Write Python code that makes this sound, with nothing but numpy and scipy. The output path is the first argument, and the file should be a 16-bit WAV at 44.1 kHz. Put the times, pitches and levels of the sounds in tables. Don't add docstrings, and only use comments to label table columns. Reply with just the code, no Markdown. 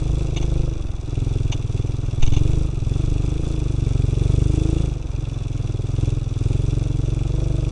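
import sys
import numpy as np
from scipy import signal
from scipy.fft import rfft, irfft
from scipy.io import wavfile
from scipy.ndimage import uniform_filter1d

SR = 44100
rng = np.random.default_rng(int(sys.argv[2]) if len(sys.argv) > 2 else 0)


def elevation(decibels):
    levels = np.asarray(decibels, float)
    return 10 ** (levels / 20)


def log_audio(samples):
    frames = np.atleast_2d(samples).T
    limited = np.clip(frames, -1, 1)
    pcm = np.round(limited * 32767).astype(np.int16)
    wavfile.write(sys.argv[1], SR, pcm)


N = 340011
SECONDS = np.arange(N) / SR
FIRING_MS = np.arange(SR // 10) * 1000 / SR
CRUISE_HZ = 24


def unit(x):
    return x / np.sqrt(np.mean(x ** 2))


def curve(table):
    s, value = np.transpose(table)
    return np.interp(SECONDS, s, value)


def wave(t, at, width):
    return np.exp(-.5 * ((t - at) / width) ** 2)


def hump(s, half):
    return wave(SECONDS, s, half)


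def ring(strikes, modes):
    out = 0
    for row, (hz, width, db) in zip(strikes, modes):
        peak = signal.iirpeak(hz, hz / width, SR)
        once = signal.lfilter(*peak, row)
        out = out + elevation(db) * signal.lfilter(*peak, once)
    return out


def coloured(spectrum):
    hz, db = np.transpose(spectrum)
    axis = np.log(np.arange(1, N // 2 + 2) * SR / N)
    gain = elevation(np.interp(axis, np.log(hz), db))
    return unit(irfft(rfft(rng.standard_normal(N)) * gain, N))


def grit(spread_db):
    return unit(rng.standard_normal(N) * elevation(spread_db * rng.exponential(size=N)))


def law(shut_db, db_per_pressure, db_per_hz, blow_db, hz):
    return shut_db + db_per_pressure * elevation(blow_db) + db_per_hz * (hz - CRUISE_HZ)


# [t/s, firing rate f/Hz]
CRANK_SPEED = [(0.0, 26.358), (0.681, 25.509), (0.881, 21.004), (2.222, 20.499), (2.407, 23.221),
               (3.574, 24.975), (4.054, 22.58), (4.764, 27.308), (4.838, 26.711), (4.999, 22.279),
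               (5.613, 20.697), (6.815, 23.007), (6.978, 22.425), (7.72, 24.122)]
# [t/s, change of firing rate f/Hz]
WHEEL_SLIPS = [(1.281, 1.207), (1.702, -0.853), (1.946, 0.64), (2.587, 2.893), (2.832, -2.674),
               (3.014, 1.071), (3.441, 3.15), (5.315, 0.781), (5.769, -0.675), (6.359, -2.11),
               (7.405, 1.367)]


def firing_rate():
    slip_s = .08
    return curve(CRANK_SPEED) + sum(change * hump(s, slip_s) for s, change in WHEEL_SLIPS)


# [t/s, blowdown level/dB]
LEVER = [(0, -6.5), (1.3, -6), (2.4, -3.5), (3.6, -6), (4.4, -0.8), (4.8, -2.5), (5.05, -13), (5.75, -8),
         (5.9, -9), (6.02, -3), (6.5, -3), (6.9, -6.5), (7.72, -7)]
# [start t/s, length t/s, drop level/dB]
THUMB_LIFTS = [
    (0.685, 0.41, 10),
    (1.53, 0.13, 5.5),
    (1.856, 0.39, 4),
    (2.64, 0.19, 5.5),
    (4.91, 0.19, 4),
    (6.15, 0.22, 8.5),
]


def throttle():
    thumb_s = 0.15
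    level_db = curve(LEVER)
    for s, length, drop_db in THUMB_LIFTS:
        inside = np.minimum(SECONDS - s, s + length - SECONDS)
        level_db = level_db - drop_db * np.clip(inside / thumb_s + .5, 0, 1)
    return level_db


# [t/ms after the cycle starts, width t/ms, size: + pressure, - suction]
BLOWDOWN_WAVES = [
    (5.74, 1.65, -0.12),
    (9.73, 1.05, -0.41),
    (14.53, 1.35, 0.52),
    (19.29, 1.74, -0.23),
    (28, 3.6, -0.064),
]


def blowdown(fast_hz, uneven, c):
    misfire_db, rebound_db_per_hz = -4, -1.6
    out = 0
    for k, (at, width, size) in enumerate(BLOWDOWN_WAVES):
        level_db = .6 * uneven * c[k]
        if k == 3:
            level_db += rebound_db_per_hz * fast_hz
        if k in (2, 3):
            level_db += misfire_db * (uneven - 1)
        out = out + size * elevation(level_db) * wave(FIRING_MS, at + .05 * c[5 + k], width)
    return out


# [share of the cycle from its start, width t/ms, size]
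STROKE_WAVES = [
    (.0, 1.48, 0.51),
    (0.108, 1.82, -0.58),
]


def exhaust_stroke(hz, uneven, c):
    begin_ms = 16.2 + 119 / hz + .1 * uneven ** 2 * c[9]
    return sum(size * wave(FIRING_MS, begin_ms + 1000 * share / hz, width * uneven ** 0.27)
               for share, width, size in STROKE_WAVES)


# [f/Hz, level/dB, t60 t/s]
HEADER_RINGS = [(284.6, -16, 0.054), (392, -13.5, 0.04)]
HEADER_RISE = (2, 0.1)
# [f/Hz, level/dB, t60 t/s]
SILENCER_RINGS = [(320.4, 15, 0.095), (490, 5.5, 0.11), (644.5, -0.5, 0.096), (878, -8, 0.066)]
PITCH_FOLLOW = (0.82, 0.17, 0.74, 0.85, .78, 0.95)


def pipe_rings(hz, blow_db, shell_db, c):
    after = np.maximum(FIRING_MS - 8.5, 0) / 1000
    swell = 1 - np.exp(-(after / .003) ** 2)
    levels = [blow_db + rise * (hz - CRUISE_HZ) for rise in HEADER_RISE] + [shell_db] * len(SILENCER_RINGS)
    out = 0
    for k, ((f, db, t60), level) in enumerate(zip([*HEADER_RINGS, *SILENCER_RINGS], levels)):
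        pitch = f * (hz / CRUISE_HZ) ** PITCH_FOLLOW[k]
        tone = np.sin(2 * np.pi * pitch * (after + .0005) + .2 * c[16 + k])
        out = out + elevation(db + level + 1.3 * c[10 + k] - 60 * after / t60) * tone
    return -swell * out


# [t/s, drop of the stroke level/dB]
CAMERA_SHADE = [(0, .3), (.75, -2.5), (.95, 2.5), (1.25, .2), (2.1, 2.7), (2.6, 2), (3.4, 3.5), (3.65, 1.5),
                (4.2, -1.5), (4.6, 4.5), (4.9, -0.5), (5.75, 0.5), (6.1, -2), (6.55, -1), (7.72, -4.5)]


def exhaust(turns, hz, blow_db):
    shade_db = curve(CAMERA_SHADE)
    stroke_db = -11.5 - shade_db
    shell_db = law(-47.5, 9.9, 0.91, blow_db, hz) - 1.7 * shade_db
    starts = np.flatnonzero(np.diff(np.floor(turns)) > 0)
    chance = np.sqrt(3) * uniform_filter1d(rng.standard_normal((len(starts), 24)), size=3, axis=0)
    out = np.zeros(N + SR)
    for i, c in zip(starts, chance):
        uneven = 1 + np.clip(-12 - blow_db[i], 0, 6) / 2
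        firing = elevation(blow_db[i] + .6 * c[22]) * blowdown(hz[i] - CRUISE_HZ, uneven, c)
        firing = firing + elevation(stroke_db[i] + .7 * uneven * c[23]) * exhaust_stroke(hz[i], uneven, c)
        firing = firing + pipe_rings(hz[i], blow_db[i], shell_db[i], c)
        out[i:i + len(firing)] += firing
    return out[:N]


# [share of the cycle, length share, casing level/dB, hiss level/dB]
VALVE_KNOCKS = [
    (.17, .05, -1, -2),
    (.55, .09, -4, 0),
    (.78, .075, 4.5, 1),
]


def knocks(turns, column, bed_db, scatter_db):
    chance = rng.standard_normal((int(turns[-1]) + 2, len(VALVE_KNOCKS)))
    out = elevation(bed_db)
    for k, valve in enumerate(VALVE_KNOCKS):
        since = turns + 1 - valve[0]
        force = elevation(valve[column] + scatter_db * chance[since.astype(int), k])
        out = out + force * np.exp(-(since % 1) / valve[1])
    return unit(uniform_filter1d(out, size=70))


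# [f/Hz, width f/Hz, level/dB]
CASING_MODES = [(2390, 367, -6), (2663, 515, -4), (3445, 220, -0.5), (3750, 820, -7.5), (4480, 300, -13),
                (4935, 500, -10.5), (5874, 1030, -6.5), (6840, 400, -20)]
# [f/Hz, level/dB per Hz]
VALVE_HISS = [(5500, -46.5), (6700, -3.5), (7100, -6), (7650, -2.5), (8400, -7), (9800, -11.5),
              (10600, -15.5), (12400, -16), (14000, -64.5)]
# [f/Hz, level/dB per Hz]
GAS_RASP = [(100, -3.5), (220, -5.5), (320, -1.5), (450, -12), (600, -13), (790, -16), (950, -20),
            (1280, -19), (1550, -26.5), (1850, -32.5), (2300, -31), (4000, -80.5)]
# [f/Hz, level/dB per Hz]
SLOW_SWELL = [(.5, -13.5), (3, 1.5), (10, -3), (25, -18), (60, -59)]


def mechanics(turns, hz, blow_db):
    drift_db, jostle_db = 0.74, 0.61
    strikes = []
    for _ in CASING_MODES:
        drift = elevation(drift_db * coloured(SLOW_SWELL))
        bed_db = -3 + .35 * blow_db
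        strikes.append(grit(.9) * drift * knocks(turns, column=2, bed_db=bed_db, scatter_db=1.7))
    casing = elevation(law(-49, 3.04, .21, blow_db, hz)) * unit(ring(strikes, CASING_MODES))
    hiss = coloured(VALVE_HISS) * knocks(turns, column=3, bed_db=-9, scatter_db=2.5)
    hiss = elevation(law(-61.5, 11.4, 0.36, blow_db, hz)) * hiss
    port_open = unit(1.4 + wave(turns % 1, .33, .12))
    rasp = elevation(law(-39, 3.6, .22, blow_db, hz)) * coloured(GAS_RASP) * port_open
    return elevation(jostle_db * coloured(SLOW_SWELL)) * (casing + hiss + rasp)


# [middle t/s, half length t/s, level/dB]
STONY_STRETCHES = [
    (0.096, 0.44, -25.5),
    (1.6, 0.6, -31.5),
    (3.15, 0.37, -25.5),
]
# [t/s, f/Hz, peak level/dB, t60 t/s]
STONE_BOUNCE = (2.192, 11.4, -7.5, 1.5)


def frame():
    stony = elevation(-41.5)
    stony = stony + sum(elevation(db) * hump(s, half) for s, half, db in STONY_STRETCHES)
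    shake = stony * coloured([(2, -30), (7, -2), (15, 0), (32, -1), (45, -9), (90, -17), (200, -40), (600, -90)])
    s, hz, db, t60 = STONE_BOUNCE
    since = np.maximum(SECONDS - s, 0)
    bounce = np.sin(2 * np.pi * hz * since) * elevation(db - 60 * since / t60)
    slam = wave(since, .035, .005) - wave(since, .047, .007)
    return shake + bounce + .3 * slam


# [t/s, half length t/s, level/dB,
# multiple of the firing rate]
SHELL_HOWL = [
    (0, .15, -44.5, 12),
    (2.45, .12, -36, 13),
    (3.48, .09, -39, 12),
    (4.68, .11, -34.5, 12),
    (6.85, .2, -40, 13),
]


def shell_howl(turns):
    waver = coloured([(1, -3.5), (12, 12.5), (60, -41.5), (200, -54.5)])
    howl = sum(elevation(db) * hump(s, half) * np.sin(2 * np.pi * multiple * turns)
               for s, half, db, multiple in SHELL_HOWL)
    return elevation(3 + 1.5 * waver) * howl


# [t/s, peak level/dB, length t/s]
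KEY_JOLTS = [(.3615, -25, .005), (.3665, -21, .016), (.412, -28, .008), (.4262, -22, .007),
             (1.517, -24, .005), (1.5215, -19, .016), (2.221, -24, .008), (2.2265, -18, .012),
             (2.2635, -22, .006), (2.2745, -21, .007), (2.321, -25, .007), (2.333, -24, .016),
             (2.363, -25, .02), (2.531, -29, .006)]
# [f/Hz, width f/Hz, level/dB]
KEY_MODES = [(814, 430, 2), (2333, 390, 1), (2840, 330, 5.5), (3330, 120, 1), (3590, 240, 5),
             (4260, 970, -8.5), (6200, 760, -0.5), (7350, 890, -16.5)]


def rattles():
    push = np.zeros(N)
    for s, db, length in KEY_JOLTS:
        since = SECONDS - s
        push += np.clip(since / .0005, 0, 1) * elevation(db) * np.exp(-(since / length) ** 2)
    clicks = [grit(1.8) for _ in KEY_MODES]
    steady = np.std(ring(clicks, KEY_MODES))
    return elevation(-9) * ring([push * c for c in clicks], KEY_MODES) / steady


def scene():
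    hz, blow_db = firing_rate(), throttle()
    turns = -.252 + np.cumsum(hz) / SR
    engine = exhaust(turns, hz, blow_db) + mechanics(turns, hz, blow_db)
    return (engine + frame() + shell_howl(turns) + rattles())[None]


def low_pass(x):
    return signal.sosfilt(signal.butter(12, 12380, fs=SR, output="sos"), x)


def record(dry):
    x = signal.sosfilt(signal.butter(1, 4, "high", fs=SR, output="sos"), dry)
    x = signal.sosfilt(signal.cheby2(10, 25, 10900, fs=SR, output="sos"), x)
    x = x * np.clip((N / SR - SECONDS) / .004, 0, 1)
    return low_pass(x)


dry = scene()
out = record(dry)
log_audio(out)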